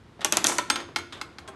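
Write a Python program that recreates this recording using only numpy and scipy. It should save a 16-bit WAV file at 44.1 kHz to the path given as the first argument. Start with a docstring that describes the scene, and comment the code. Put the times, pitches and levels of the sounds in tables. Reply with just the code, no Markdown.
"""The metal knob of a tabletop gumball machine is turned in a small living room.
Over low room noise a sleeve moves; the gear grinds and a pawl snaps over six teeth (0.2-0.6 s).
Meanwhile the balls shift and one drops into the chute. From 0.7 s it bounces to rest against
the ringing metal flap, knocking on the hollow housing. The flap falls shut with a tink at 1.5 s."""
import sys
import numpy as np
from scipy import signal
from scipy.fft import rfft, irfft, next_fast_len
from scipy.io import wavfile

SR = 44100
rng = np.random.default_rng(int(sys.argv[2]) if len(sys.argv) > 2 else 0)


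def to_wav(sig):
    """Store sig (one row per channel, or 1-D mono) as 16-bit WAV at the path in sys.argv[1].

    Samples outside -1..1 are clipped; the rate is SR.
    """
    pcm = np.clip(np.atleast_2d(sig), -1, 1) * 32767
    pcm = np.round(pcm).astype(np.int16)
    wavfile.write(sys.argv[1], SR, pcm.T)  # frames by channels


N = 68355
T = np.arange(N) / SR
RING_T = T[:N // 2]

# ball on the housing: (time [s], level [dB], contact cutoff [Hz], flap [dB], thud [dB], clatter [dB])
KNOCKS = [(0.7006, -16.5, 9400, -26.5, -32, -29), (0.7584, -26.5, 4880, -50, -49, -35.5),
          (0.802, -40.5, 3940, -59, -44, -49), (0.9604, -22, 4600, -42, -37.5, -32.5),
          (0.986, -37.5, 7000, -58, -50.5, -39), (1.2137, -30.5, 3500, -66.5, -45.5, -38.5),
          (1.3844, -40, 4000, -64.5, -47, -45.5), (1.477, -48.5, 3000, -63, -50.5, -42)]
# grit of a hard contact: (frequency [Hz], density [dB])
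SNAP_SPECTRUM = [(1500, -7.5), (4000, -1), (6200, 5.5), (8000, 2.5), (10000, 2), (12000, -18)]
# loose housing: (frequency [Hz], density [dB])
CLATTER_SPECTRUM = [(120, -19.5), (280, -4.5), (600, -2), (900, 0), (1700, -4), (3400, -5), (4500, -11),
                    (7000, -9), (12000, -21.5)]
CLATTER_T60_S = 0.093
# hollow of the body: (frequency [Hz], level [dB], t60 [s])
HOLLOW_MODES = [(243.3, -5, .1), (288.6, 1, 0.15), (346.8, -6, 0.73)]


def from_db(db):
    """Decibels to gain."""
    return 10 ** (np.asarray(db) / 20)


def at_hz(table, hz, column=1):
    """Interpolate a column over log frequency."""
    table = np.array(table)
    return np.interp(np.log(hz + 1e-9), np.log(table[:, 0]), table[:, column])


def coloured(x, spectrum):
    """Shape a steady signal's spectrum; rms 1."""
    size = next_fast_len(len(x))
    gain = from_db(at_hz(spectrum, np.fft.rfftfreq(size, 1 / SR)))
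    y = irfft(rfft(x, size) * gain, size)[:len(x)]
    return y / np.std(y)


def blow(x, span_s=0.01):
    """Scale to the energy of rms 1 over span_s."""
    return x * np.sqrt(span_s * SR / np.sum(x ** 2))


def decay(t, t60_s):
    """Fall 60 dB per t60_s."""
    return np.exp(-np.minimum(np.log(1000) * t / t60_s, 50))


def ring(modes, spread_db=0.84):
    """Struck modes of alternating sign; levels vary per blow."""
    out = 0
    for k, (hz, db, t60_s) in enumerate(modes):
        gain = (-1) ** k * from_db(db + spread_db * rng.normal())
        out += gain * decay(RING_T, t60_s) * np.sin(2 * np.pi * hz * RING_T)
    return blow(out)


def burst(spectrum, t60_s):
    """Dense modes as decaying noise."""
    return blow(coloured(rng.standard_normal(len(RING_T)), spectrum) * decay(RING_T, t60_s))


def grains(spectrum, per_s, spread_db=2):
    """Steady stream of tiny, uneven contacts."""
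    sizes = from_db(spread_db * np.minimum(rng.exponential(1, N), 4))
    signs = rng.choice([-1, 1], N)
    hits = rng.random(N) < per_s / SR
    return coloured(sizes * signs * hits, spectrum)


def envelope(curve):
    """Gain from (time [s], level [dB]) points."""
    return from_db(np.interp(T, *np.transpose(curve)))


def add(out, start_s, x):
    """Mix x in at start_s."""
    i = int(start_s * SR)
    out[i:i + len(x)] += x[:N - i]


def room_noise():
    """Steady low rumble."""
    # (frequency [Hz], density [dB])
    spectrum = [(20, -21), (45, -8.5), (80, 0.5), (120, -1.5), (200, -3), (350, -6), (600, -18.5),
                (1500, -20.5), (4000, -28), (8000, -38), (12000, -45)]
    return from_db(-53) * coloured(rng.standard_normal(N), spectrum)


def reverb(x, delay_s=0.0035, build_s=0.0033):
    """Diffuse room tail in 16 bands, each with its own decay."""
    # (frequency [Hz], level [dB], t60 [s])
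    bands = [(117, 10, 0.45), (330, -2, 0.5), (695, -11.5, 0.17), (1400, -7.5, 0.42), (3490, -11.5, 0.38),
             (6900, -16, 0.46), (12000, -13.5, .27)]
    t = np.maximum(RING_T - delay_s, 0)
    white = rfft(rng.standard_normal(len(t)))
    hz = np.fft.rfftfreq(len(t), 1 / SR)
    edges_hz = np.geomspace(60, 15000, 17)
    tail = 0
    for low, high in zip(edges_hz, edges_hz[1:]):
        centre_hz = np.sqrt(low * high)
        noise = irfft(white * (hz >= low) * (hz < high), len(t))
        shape = decay(t, at_hz(bands, centre_hz, column=2)) * (1 - np.exp(-t / build_s))
        tail += from_db(at_hz(bands, centre_hz)) * noise * shape / np.linalg.norm(shape)
    return signal.fftconvolve(x, tail)[:N]


def sleeve():
    """Sleeve and hand move: dull swells of noise."""
    # (time [s], level [dB])
    motion = [(0.0, -64), (0.17, -58.5), (0.8, -60), (0.9, -50.5), (0.95, -62), (1.02, -46), (1.1, -67),
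              (1.17, -47.5), (1.28, -57), (1.36, -59.5), (1.45, -50.5), (1.55, -48)]
    # (frequency [Hz], density [dB])
    spectrum = [(30, -15.5), (85, 13), (200, -8), (400, 3), (1200, 0), (3000, -17), (10000, -69.5)]
    return envelope(motion) * coloured(rng.standard_normal(N), spectrum)


def scrapes_and_bumps():
    """Metal scrapes on plastic, and from 1.12 s the ball rolls on the chute; the hand bumps the knob softly."""
    # (time [s], level [dB], t60 [s])
    scrapes = [(0.208, -39.5, 0.082), (0.2159, -37.5, 0.032), (0.447, -21, .06), (1.1242, -38.5, 0.068),
               (1.129, -37.5, 0.22), (1.17, -47, 0.26)]
    # (time [s], level [dB])
    bumps = [(0.193, -42), (0.501, -37), (0.886, -43.5), (1.151, -46.5)]
    # both: (frequency [Hz], density [dB])
    scrape_spectrum = [(300, -7.5), (700, -3), (1400, 5), (2400, -3.5), (3600, 5), (4400, -4.5),
                       (5500, -10.5), (8000, -13.5), (12000, -26.5)]
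    bump_spectrum = [(60, -21), (200, -3), (420, 3), (600, -5), (1100, -8), (2500, -21.5), (8000, -44.5)]
    out = np.zeros(N)
    for s, db, t60_s in scrapes:
        add(out, s, from_db(db) * burst(scrape_spectrum, t60_s))
    for s, db in bumps:
        add(out, s, from_db(db) * burst(bump_spectrum, t60_s=0.12))
    return out


def gear():
    """The turning wheel rubs: a grainy grind."""
    # (time [s], level [dB])
    rubbing = [(0.17, -69.5), (0.203, -58.5), (0.216, -41.5), (0.235, -42), (0.3, -52), (0.35, -36),
               (0.42, -41.5), (0.5, -30), (0.56, -40.5), (0.66, -54.5), (0.73, -41.5), (0.81, -38.5),
               (0.87, -61)]
    # (frequency [Hz], density [dB])
    spectrum = [(100, -24), (300, -1.5), (550, 0), (1000, 0), (2000, -6.5), (3600, -8.5), (5000, -17),
                (12000, -35.5)]
    return envelope(rubbing) * grains(spectrum, per_s=3000)


def rattle(start_s=0.461, hold_s=0.023, t60_s=0.32):
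    """The balls above the wheel shift once."""
    # (frequency [Hz], density [dB])
    spectrum = [(1000, -8), (2500, -16), (4500, -6), (6000, 5.5), (8000, 2), (10000, -1.5), (12000, -10.5)]
    shape = (T > start_s) * decay(np.maximum(T - start_s - hold_s, 0), t60_s)
    return from_db(-26) * shape * grains(spectrum, per_s=5000)


def flap(shut_s=1.4845, shut_db=-37):
    """The metal flap rings thinly at each knock, then falls shut."""
    # flap alone, flap on its frame: (frequency [Hz], level [dB], t60 [s])
    flap_modes = [(3545, -4, 0.36), (6368, -11, 0.3), (6486, -3, 0.3), (8140, -0.5, 0.2), (8100, -4, .1)]
    shut_modes = [(387, -6.5, 0.46), (642, 0.5, 0.14), (800, -3.5, 0.14), (1060, 3, 0.12),
                  (1330, -5, 0.062), (1568, -0.5, .08), (3321, -4.5, 0.093), (6304, -12.5, 0.067),
                  (8140, -6.5, 0.063), (10490, -13, 0.081)]
    out = np.zeros(N)
    for s, _, _, flap_db, _, _ in KNOCKS:
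        add(out, s, from_db(flap_db) * ring(flap_modes))
    add(out, shut_s, from_db(shut_db) * ring(shut_modes))
    return out


def ball():
    """A ball lands in the chute and bounces on the housing; softer contacts are duller."""
    # landings: (time [s], level [dB])
    drops = [(0.484, -33.5), (0.496, -34), (0.5187, -30), (0.5858, -20.5)]
    # both: (frequency [Hz], level [dB], t60 [s])
    chute_modes = [(585, -15, 0.13), (788, -14, .05), (946, 0.5, 0.04), (1010, -0.5, 0.084),
                   (1330, -2.5, 0.063), (1462, -9, 0.036), (1834, -8, 0.063), (2267, 1.5, 0.018),
                   (3570, -18.5, 0.2), (4370, 0.5, 0.014)]
    housing_modes = [(855, -6.5, 0.075), (1044, -4.5, 0.057), (1315, 1, 0.033), (1427, 2, 0.031),
                     (1549, -5.5, 0.035), (1856, -14, 0.09), (2147, -2.5, 0.047), (2500, -5, 0.0089),
                     (2770, -6.5, 0.029), (3216, -1, 0.027), (4106, -4.5, 0.048), (4710, -4, 0.034),
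                     (4970, 1, 0.017), (6334, -4, 0.021)]
    # dense upper housing modes: (frequency [Hz], density [dB])
    dense_spectrum = [(250, -31), (600, -6.5), (1300, 3.5), (3000, -0.5), (5000, 1), (7500, -9.5),
                      (12000, -8.5)]
    out = np.zeros(N)
    for s, db in drops:
        add(out, s, from_db(db) * ring(chute_modes))
    for s, db, contact_hz, _, thud_db, clatter_db in KNOCKS:
        body = ring(housing_modes) + from_db(0.5) * burst(dense_spectrum, t60_s=0.042)
        body = blow(signal.lfilter(*signal.butter(1, contact_hz, fs=SR), body))
        crack = from_db(-15) * burst(SNAP_SPECTRUM, t60_s=0.0027)
        thud = from_db(thud_db) * ring(HOLLOW_MODES)
        clatter = from_db(clatter_db) * burst(CLATTER_SPECTRUM, CLATTER_T60_S)
        add(out, s, from_db(db) * (body + crack) + thud + clatter)
    return out


def ratchet():
    """The pawl snaps over each tooth; the housing clatters and thuds."""
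    # (time [s], snap [dB], clatter [dB], thud [dB])
    teeth = [(0.2466, -19, -21.5, -38), (0.3238, -19.5, -21.5, -37.5), (0.3701, -18, -22, -40),
             (0.4428, -19, -25.5, -29), (0.4689, -18, -43, -39.5), (0.5834, -26.5, -25.5, -37)]
    # (frequency [Hz], level [dB], t60 [s])
    pawl_modes = [(2640, -14.5, 0.034), (3410, -9.5, 0.0081), (5970, -1, 0.01), (6550, -1, 0.0076),
                  (7620, -1, 0.0053), (8700, -3, 0.0045), (9880, -11.5, 0.0051), (11480, -11, 0.013)]
    out = np.zeros(N)
    for s, snap_db, clatter_db, thud_db in teeth:
        snap = blow(ring(pawl_modes) + from_db(-2) * burst(SNAP_SPECTRUM, t60_s=0.0094))
        clatter = from_db(clatter_db) * burst(CLATTER_SPECTRUM, CLATTER_T60_S)
        thud = from_db(thud_db) * ring(HOLLOW_MODES)
        add(out, s, from_db(snap_db) * snap + clatter + thud)
    return out


def scene():
    """Machine parts, each by its own room path, plus sleeve and room noise; mono."""
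    # (signal, reverb send [dB])
    parts = [(ratchet(), -0.5), (rattle() + gear() + scrapes_and_bumps(), -1.3), (ball(), 0), (flap(), -7.5)]
    machine = sum(x + from_db(send_db) * reverb(x) for x, send_db in parts)
    bass_cut_hz = 140   # the machine's sound holds little below this
    machine = signal.sosfilt(signal.butter(2, bass_cut_hz, "high", fs=SR, output="sos"), machine)
    return (machine + sleeve() + room_noise())[None]


def record(dry):
    """Soft clip, then steep low-pass."""
    cutoff_hz = 12100
    return signal.sosfilt(signal.ellip(10, .3, 75, cutoff_hz, fs=SR, output="sos"), np.tanh(dry))


dry = scene()
out = record(dry)
to_wav(out)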